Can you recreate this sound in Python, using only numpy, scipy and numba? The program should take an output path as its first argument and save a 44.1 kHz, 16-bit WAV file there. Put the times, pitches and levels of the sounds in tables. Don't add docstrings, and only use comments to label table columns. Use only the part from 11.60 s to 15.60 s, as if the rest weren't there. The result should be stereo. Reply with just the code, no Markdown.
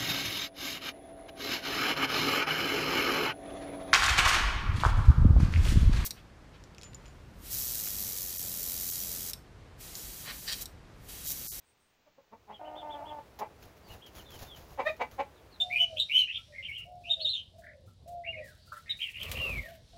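import sys
import numpy as np
from scipy import signal
from scipy.fft import rfft, irfft
from scipy.io import wavfile
from scipy.ndimage import map_coordinates
from numba import njit

SR = 44100
rng = np.random.default_rng(int(sys.argv[2]) if len(sys.argv) > 2 else 0)


def transcribe(signal):
    frames = np.atleast_2d(signal).T
    limited = np.clip(frames, -1, 1)
    pcm = np.round(limited * 32767).astype(np.int16)
    wavfile.write(sys.argv[1], SR, pcm)


N = 176400
T = np.arange(N) / SR

# (peak time [s], rise [s], pitch [Hz], level [dB], throat resonance [Hz], beak re throat [dB])
CLUCK_NOTES = [(0.476, 0.021, 304.3, -59.5, 630, -21), (0.587, 0.014, 272.3, -55, 504, -31),
               (.733, 0.018, 220.8, -47, 926, -21.5), (0.909, 0.035, 212.7, -44, 805, -18),
               (1.819, 0.031, 215.7, -33, 832, -19), (3.2, .023, 268.2, -28, 870, -12),
               (3.414, .019, 252.1, -27, 865, -6.5), (3.6, 0.019, 277.6, -27, 819, -13.5)]
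# (frequency [Hz], bandwidth [Hz], gain [dB])
BODY_MODES = [(238, 180, -14.5), (636, 520, -8)]
# (frequency [Hz], bandwidth [Hz], gain [dB])
BEAK_MODES = [(2012, 134, -3.5), (2280, 85, -2.5), (2590, 390, -14.5), (3750, 65, -19), (6220, 220, -22)]
# (level [dB], high-pass cutoff [Hz])
CLUCK_BASS_CUT = [(-47, 130), (-27, 340)]
# (time [s], pitch [Hz])
GROWL_MELODY = [(1.0, 304.8), (1.2, 307.4), (1.42, 283.9), (1.45, 314.7), (1.495, 301), (1.61, 292.2)]
# (time [s], level [dB])
GROWL_LEVEL = [(.995, -56), (1.02, -45.5), (1.205, -48.5), (1.3, -40.5), (1.328, -54.5), (1.35, -37.5),
               (1.385, -41), (1.475, -47), (1.52, -40), (1.56, -47.5), (1.595, -39.5), (1.612, -74)]
# (time [s], level [dB])
SECOND_VOICE_LEVEL = [(1.0, -49.5), (1.29, -55.5), (1.35, -64), (1.42, -43.5), (1.48, -72)]
# (time [s], frequency [Hz])
GROWL_FORMANT = [(1.16, 740), (1.3, 886)]
# (frequency [Hz], gain [dB])
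GROWL_TRACT = [(150, -55), (300, -4), (450, -11), (600, -1), (890, -1), (1170, -14), (2800, -25),
               (7000, -59.5)]
# (time [s], pitch [Hz], level [dB], beak resonance [Hz])
SQUAWK_CONTOUR = [(3.25, 573, -46, 1380), (3.268, 624.4, -26.5, 1880), (3.279, 635.4, -24, 2030),
                  (3.3, 600, -33.5, 2600), (3.31, 586, -69, 2300)]
# (frequency [Hz], gain [dB])
SQUAWK_TRACT = [(200, -30), (620, 6.5), (1240, -10), (2400, -9.5), (3100, -27), (3750, -12.5), (4400, -28),
                (12000, -59)]
# (peak time [s], level [dB])
WING_STROKES = [(2.04, -61.5), (2.313, -54.5), (2.578, -53), (2.749, -54), (2.829, -51), (2.991, -56.5),
                (3.109, -58.5), (3.274, -58.5), (3.54, -62.5)]
# (time [s], level [dB])
QUILL_SNAPS = [(1.79, -45), (2.026, -53.5), (2.169, -59), (2.463, -50.5), (2.551, -48.5), (2.705, -51),
               (2.791, -50.5), (2.963, -51.5), (3.365, -57.5), (3.417, -55.5), (3.513, -55)]
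# (frequency [Hz], relative level [dB])
RUSTLE_AT_MIC = [(200, -44), (700, 9.5), (7000, 4), (8600, -22), (10500, 1.5), (14000, 2)]
# (frequency [Hz], relative level [dB])
AIR_SPECTRUM = [(20, -2), (55, 8.5), (300, -10.5), (750, -6.5), (3000, -35)]
# (start [s], duration [s], top pitch [Hz], level [dB])
BIRD_PEEPS = [(0.916, 0.067, 3300, -61.5), (1.041, 0.062, 3030, -62), (1.15, 0.08, 3568, -56),
              (1.291, 0.073, 3463, -57.5), (1.451, 0.074, 3430, -58), (2.28, .075, 2890, -61),
              (2.406, 0.087, 3295, -60)]
# (start [s], duration [s], first pitch [Hz], level [dB])
BIRD_WHISTLES = [(2.224, .14, 4740, -72.5), (2.572, 0.049, 3440, -61.5), (2.63, 0.094, 4330, -73),
                 (2.64, 0.16, 3640, -62.5), (2.862, .125, 3655, -58.5), (3.744, 0.063, 4050, -72.5),
                 (3.904, 0.078, 4480, -67.5)]
# (peak time [s], rise [s], fall [s], level [dB])
BIRD_LISPS = [(.098, 0.089, 0.037, -75), (.22, 0.07, 0.17, -81)]
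# (frequency [Hz], relative level [dB])
HUSH_SPECTRUM = [(60, 1.5), (2490, -7), (7000, -15.5), (10700, -47), (14500, -17)]
# (frequency [Hz], relative level [dB])
RUMBLE_SPECTRUM = [(20, -36), (60, -2), (200, -14.5), (450, -12), (8600, -40), (14000, -40.5)]
# (frequency [Hz], side re mid [dB])
DIFFUSE_WIDTH = [(120, -12.5), (350, -5), (8600, 2.5), (13000, -7.5)]


def syrinx(t, hz, jitter, rough, harmonics=40):
    phase = turns(hz * (1 + jitter * walk(t, 350.7)))
    k = np.arange(1, harmonics + 1)[:, None]
    pulses = np.cos(k * phase + k ** 2 / 10).sum(0) / np.sqrt(harmonics / 2)
    puffs = unit(rng.standard_normal(len(t)) * (1 + np.cos(phase)))
    return pulses + rough * puffs * np.sqrt(SR / 2 / (harmonics * np.mean(hz)))


def clucks():
    onset_s, throat_width_hz = .004, 59
    beak_lag_s, beak_climb_per_s = .0027, 1.4
    out = np.zeros(N)
    for peak, rise, hz, db, throat_hz, beak_db in CLUCK_NOTES:
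        fall = 1.164 * rise
        t = span(peak - rise - onset_s, peak + 2 * fall)
        effort = swell(t, peak, rise, fall)
        arch = 1 - .029 * ((t - peak) / fall) ** 2
        onset = np.clip((t - t[0]) / onset_s, 0, 1)
        source = onset * syrinx(t, hz * arch, jitter=.05, rough=.5)
        throat = ring(effort * source, BODY_MODES + [(throat_hz, throat_width_hz, 0)])
        throat = colour(throat, [(1000, 26.5), (8000, -34.5)])
        cutoff_hz, = curve(db, CLUCK_BASS_CUT)
        throat = signal.sosfilt(signal.butter(3, cutoff_hz, "high", fs=SR, output="sos"), throat)
        opening = swell(t, peak + beak_lag_s, rise, fall)
        climb = 1 + beak_climb_per_s * (t - peak - beak_lag_s)
        beak = sum(amp(mode_db) * sweep(opening * source, mode_hz * climb, float(width))
                   for mode_hz, width, mode_db in BEAK_MODES)
        beak = signal.sosfilt(signal.butter(2, 3520, fs=SR, output="sos"), beak)
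        note = unit(unit(throat) + amp(beak_db) * unit(beak))
        add(out, t, amp(db) * note * np.sqrt(np.mean(effort ** 2)))
    return out


def growl():
    clearing_db, second_ratio = -44.5, 2.38
    t = span(GROWL_LEVEL[0][0], GROWL_LEVEL[-1][0])
    hz, = curve(t, GROWL_MELODY)
    db, = curve(t, GROWL_LEVEL)
    hoarse = np.minimum(amp(clearing_db - db), 1)
    source = syrinx(t, hz, jitter=.02 * hoarse, rough=.36 * hoarse)
    source *= amp(4 * hoarse * walk(t, 260))
    formant = amp(6.5) * sweep(source, curve(t, GROWL_FORMANT)[0], width_hz=260.)
    first = amp(db) * unit(colour(source + formant, GROWL_TRACT))
    phase = turns(second_ratio * hz * (1 + .04 * walk(t, 198)))
    tone = np.sin(phase) + amp(-17.5) * np.sin(2 * phase)
    second = unit(tone * amp(2.1 * walk(t, 147.3)))
    return t, first + amp(curve(t, SECOND_VOICE_LEVEL)[0]) * second


def squawk():
    t = span(SQUAWK_CONTOUR[0][0], SQUAWK_CONTOUR[-1][0])
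    hz, db, beak_hz = curve(t, SQUAWK_CONTOUR)
    voice = syrinx(t, hz, jitter=.018, rough=.25, harmonics=24)
    for k in range(2, 5):
        in_tune = np.exp(-((k * hz - beak_hz) / 260) ** 2)
        voice += amp(10.5) * in_tune * ring(voice, [(k * np.median(hz), 400, 0)])
    return t, amp(db) * unit(colour(voice, SQUAWK_TRACT))


def wings():
    snap_decay_s, air_db = .016, 5
    strokes = np.sqrt(sum((amp(db) * swell(T, peak, rise=.065, fall=.11)) ** 2
                          for peak, db in WING_STROKES))
    snaps = sum(amp(db) * (T > s) * np.exp(-np.abs(T - s) / snap_decay_s) for s, db in QUILL_SNAPS)
    grain = unit(amp(2 * walk(T, 900) + 1.5 * walk(T, 90)))
    flutter = unit(amp(2.5 * walk(T, 60)))
    rustle = np.hypot(strokes, snaps) * grain
    push = amp(air_db) * strokes * flutter
    return diffuse(*[rustle * noise(RUSTLE_AT_MIC) + push * noise(AIR_SPECTRUM) for _ in range(2)])


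def trill(t, hz, jitter):
    fade = np.sin(np.linspace(0, np.pi, len(t)))
    tone = 2 * np.sin(turns(hz * (1 + jitter * walk(t, 900))))
    return fade * tone * amp(3 * walk(t, 170))


def small_birds():
    jitter, crest = .02, .408
    out = np.zeros(N)
    for start, length, top_hz, db in BIRD_PEEPS:
        t = span(start, start + length)
        progress = (t - start) / length
        from_crest = np.abs(progress - crest) / np.where(progress < crest, crest, 1 - crest)
        hz = top_hz * (1 - .24 * from_crest ** 2.6)
        tone = trill(t, hz, jitter)
        rasp = amp(-15) * trill(t, .88 * hz, np.pi * jitter)
        add(out, t, amp(db) * (tone + rasp))
    for start, length, first_hz, db in BIRD_WHISTLES:
        t = span(start, start + length)
        bend = (1 - np.cos(np.pi * (t - start) / length)) / 2
        add(out, t, amp(db) * trill(t, first_hz * (1 - .2 * bend), jitter))
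    hiss = noise([(7000, -36), (8300, -9), (12000, -40)])
    lisps = sum(amp(db) * swell(T, peak, rise, fall) for peak, rise, fall, db in BIRD_LISPS)
    return out + hiss * lisps


def pen(x, left_re_right_db):
    wall_delay_s, early_t60_s, late_t60_s, echo_db = .0045, .027, .14, -4
    t = span(0, .5)
    decay = (t > wall_delay_s) * (amp(-60 * t / late_t60_s) + amp(-60 * t / early_t60_s))
    responses = [colour(rng.standard_normal(len(t)) * decay, [(3000, 2.3), (12000, 8.3)])
                 for _ in range(2)]
    echo = np.array([signal.fftconvolve(x, h)[:N] for h in responses]) / np.sqrt(np.sum(decay ** 2))
    pan = amp(np.array([[left_re_right_db], [-left_re_right_db]]) / 2)
    return pan * x + amp(echo_db) * echo


def background():
    hush_db, rumble_db, swell_s = -70.5, -57, (.56, 1.4)
    rumble_gain = amp(rumble_db) * np.interp(T, swell_s, [0, 1])
    return diffuse(*[amp(hush_db) * noise(HUSH_SPECTRUM) + rumble_gain * noise(RUMBLE_SPECTRUM)
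                     for _ in range(2)])


def amp(db):
    return 10 ** (np.asarray(db) / 20)


def unit(x):
    return x / np.sqrt(np.mean(x ** 2) + 1e-18)


def curve(t, rows):
    knots, *columns = np.array(rows, float).T
    return [np.interp(t, knots, column) for column in columns]


def span(start, end):
    return T[max(int(start * SR), 0):int(end * SR)]


def add(out, t, x):
    i = int(round(t[0] * SR))
    out[i:i + len(x)] += x


def colour(x, points):
    hz, db = np.array(points, float).T
    bins_hz = np.maximum(np.fft.rfftfreq(8192, 1 / SR), 1)
    cepstrum = irfft(np.log(amp(np.interp(np.log(bins_hz), np.log(hz), db))))
    half = len(cepstrum) // 2
    folded = np.r_[cepstrum[0], 2 * cepstrum[1:half]]
    response = irfft(np.exp(rfft(folded, 2 * half)))
    return signal.fftconvolve(x, response)[:len(x)]


def ring(x, modes):
    return sum(amp(db) * signal.lfilter(*signal.iirpeak(hz, hz / width, fs=SR), x)
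               for hz, width, db in modes)


@njit
def sweep(x, hz, width_hz):
    out, band_state, low_state = np.empty(len(x)), 0., 0.
    for i in range(len(x)):
        tuning, damping = np.tan(np.pi * hz[i] / SR), width_hz / hz[i]
        band = (band_state + tuning * (x[i] - low_state)) / (1 + tuning * (tuning + damping))
        band_state = 2 * band - band_state
        low_state += 2 * tuning * band
        out[i] = damping * band
    return out


def walk(t, rate_hz):
    return map_coordinates(rng.standard_normal(4096), [(t - t[0]) * rate_hz], order=2, mode="wrap")


def swell(t, peak, rise, fall):
    return amp(-20 * np.abs((t - peak) / np.where(t < peak, rise, fall)) ** 1.345)


def turns(hz):
    return 2 * np.pi * np.cumsum(hz) / SR


def noise(spectrum):
    return unit(colour(rng.standard_normal(N), spectrum))


def diffuse(mid, side):
    side = colour(side, DIFFUSE_WIDTH)
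    return np.array([mid + side, mid - side])


def scene():
    voice = clucks()
    add(voice, *growl())
    add(voice, *squawk())
    calls = pen(voice, left_re_right_db=-2) + pen(small_birds(), left_re_right_db=9.5)
    return calls + wings() + background()


def record(dry):
    cutoff_hz = 15750
    return signal.sosfilt(signal.ellip(10, .2, 70, cutoff_hz, fs=SR, output="sos"), dry)


dry = scene()
out = record(dry)
transcribe(out)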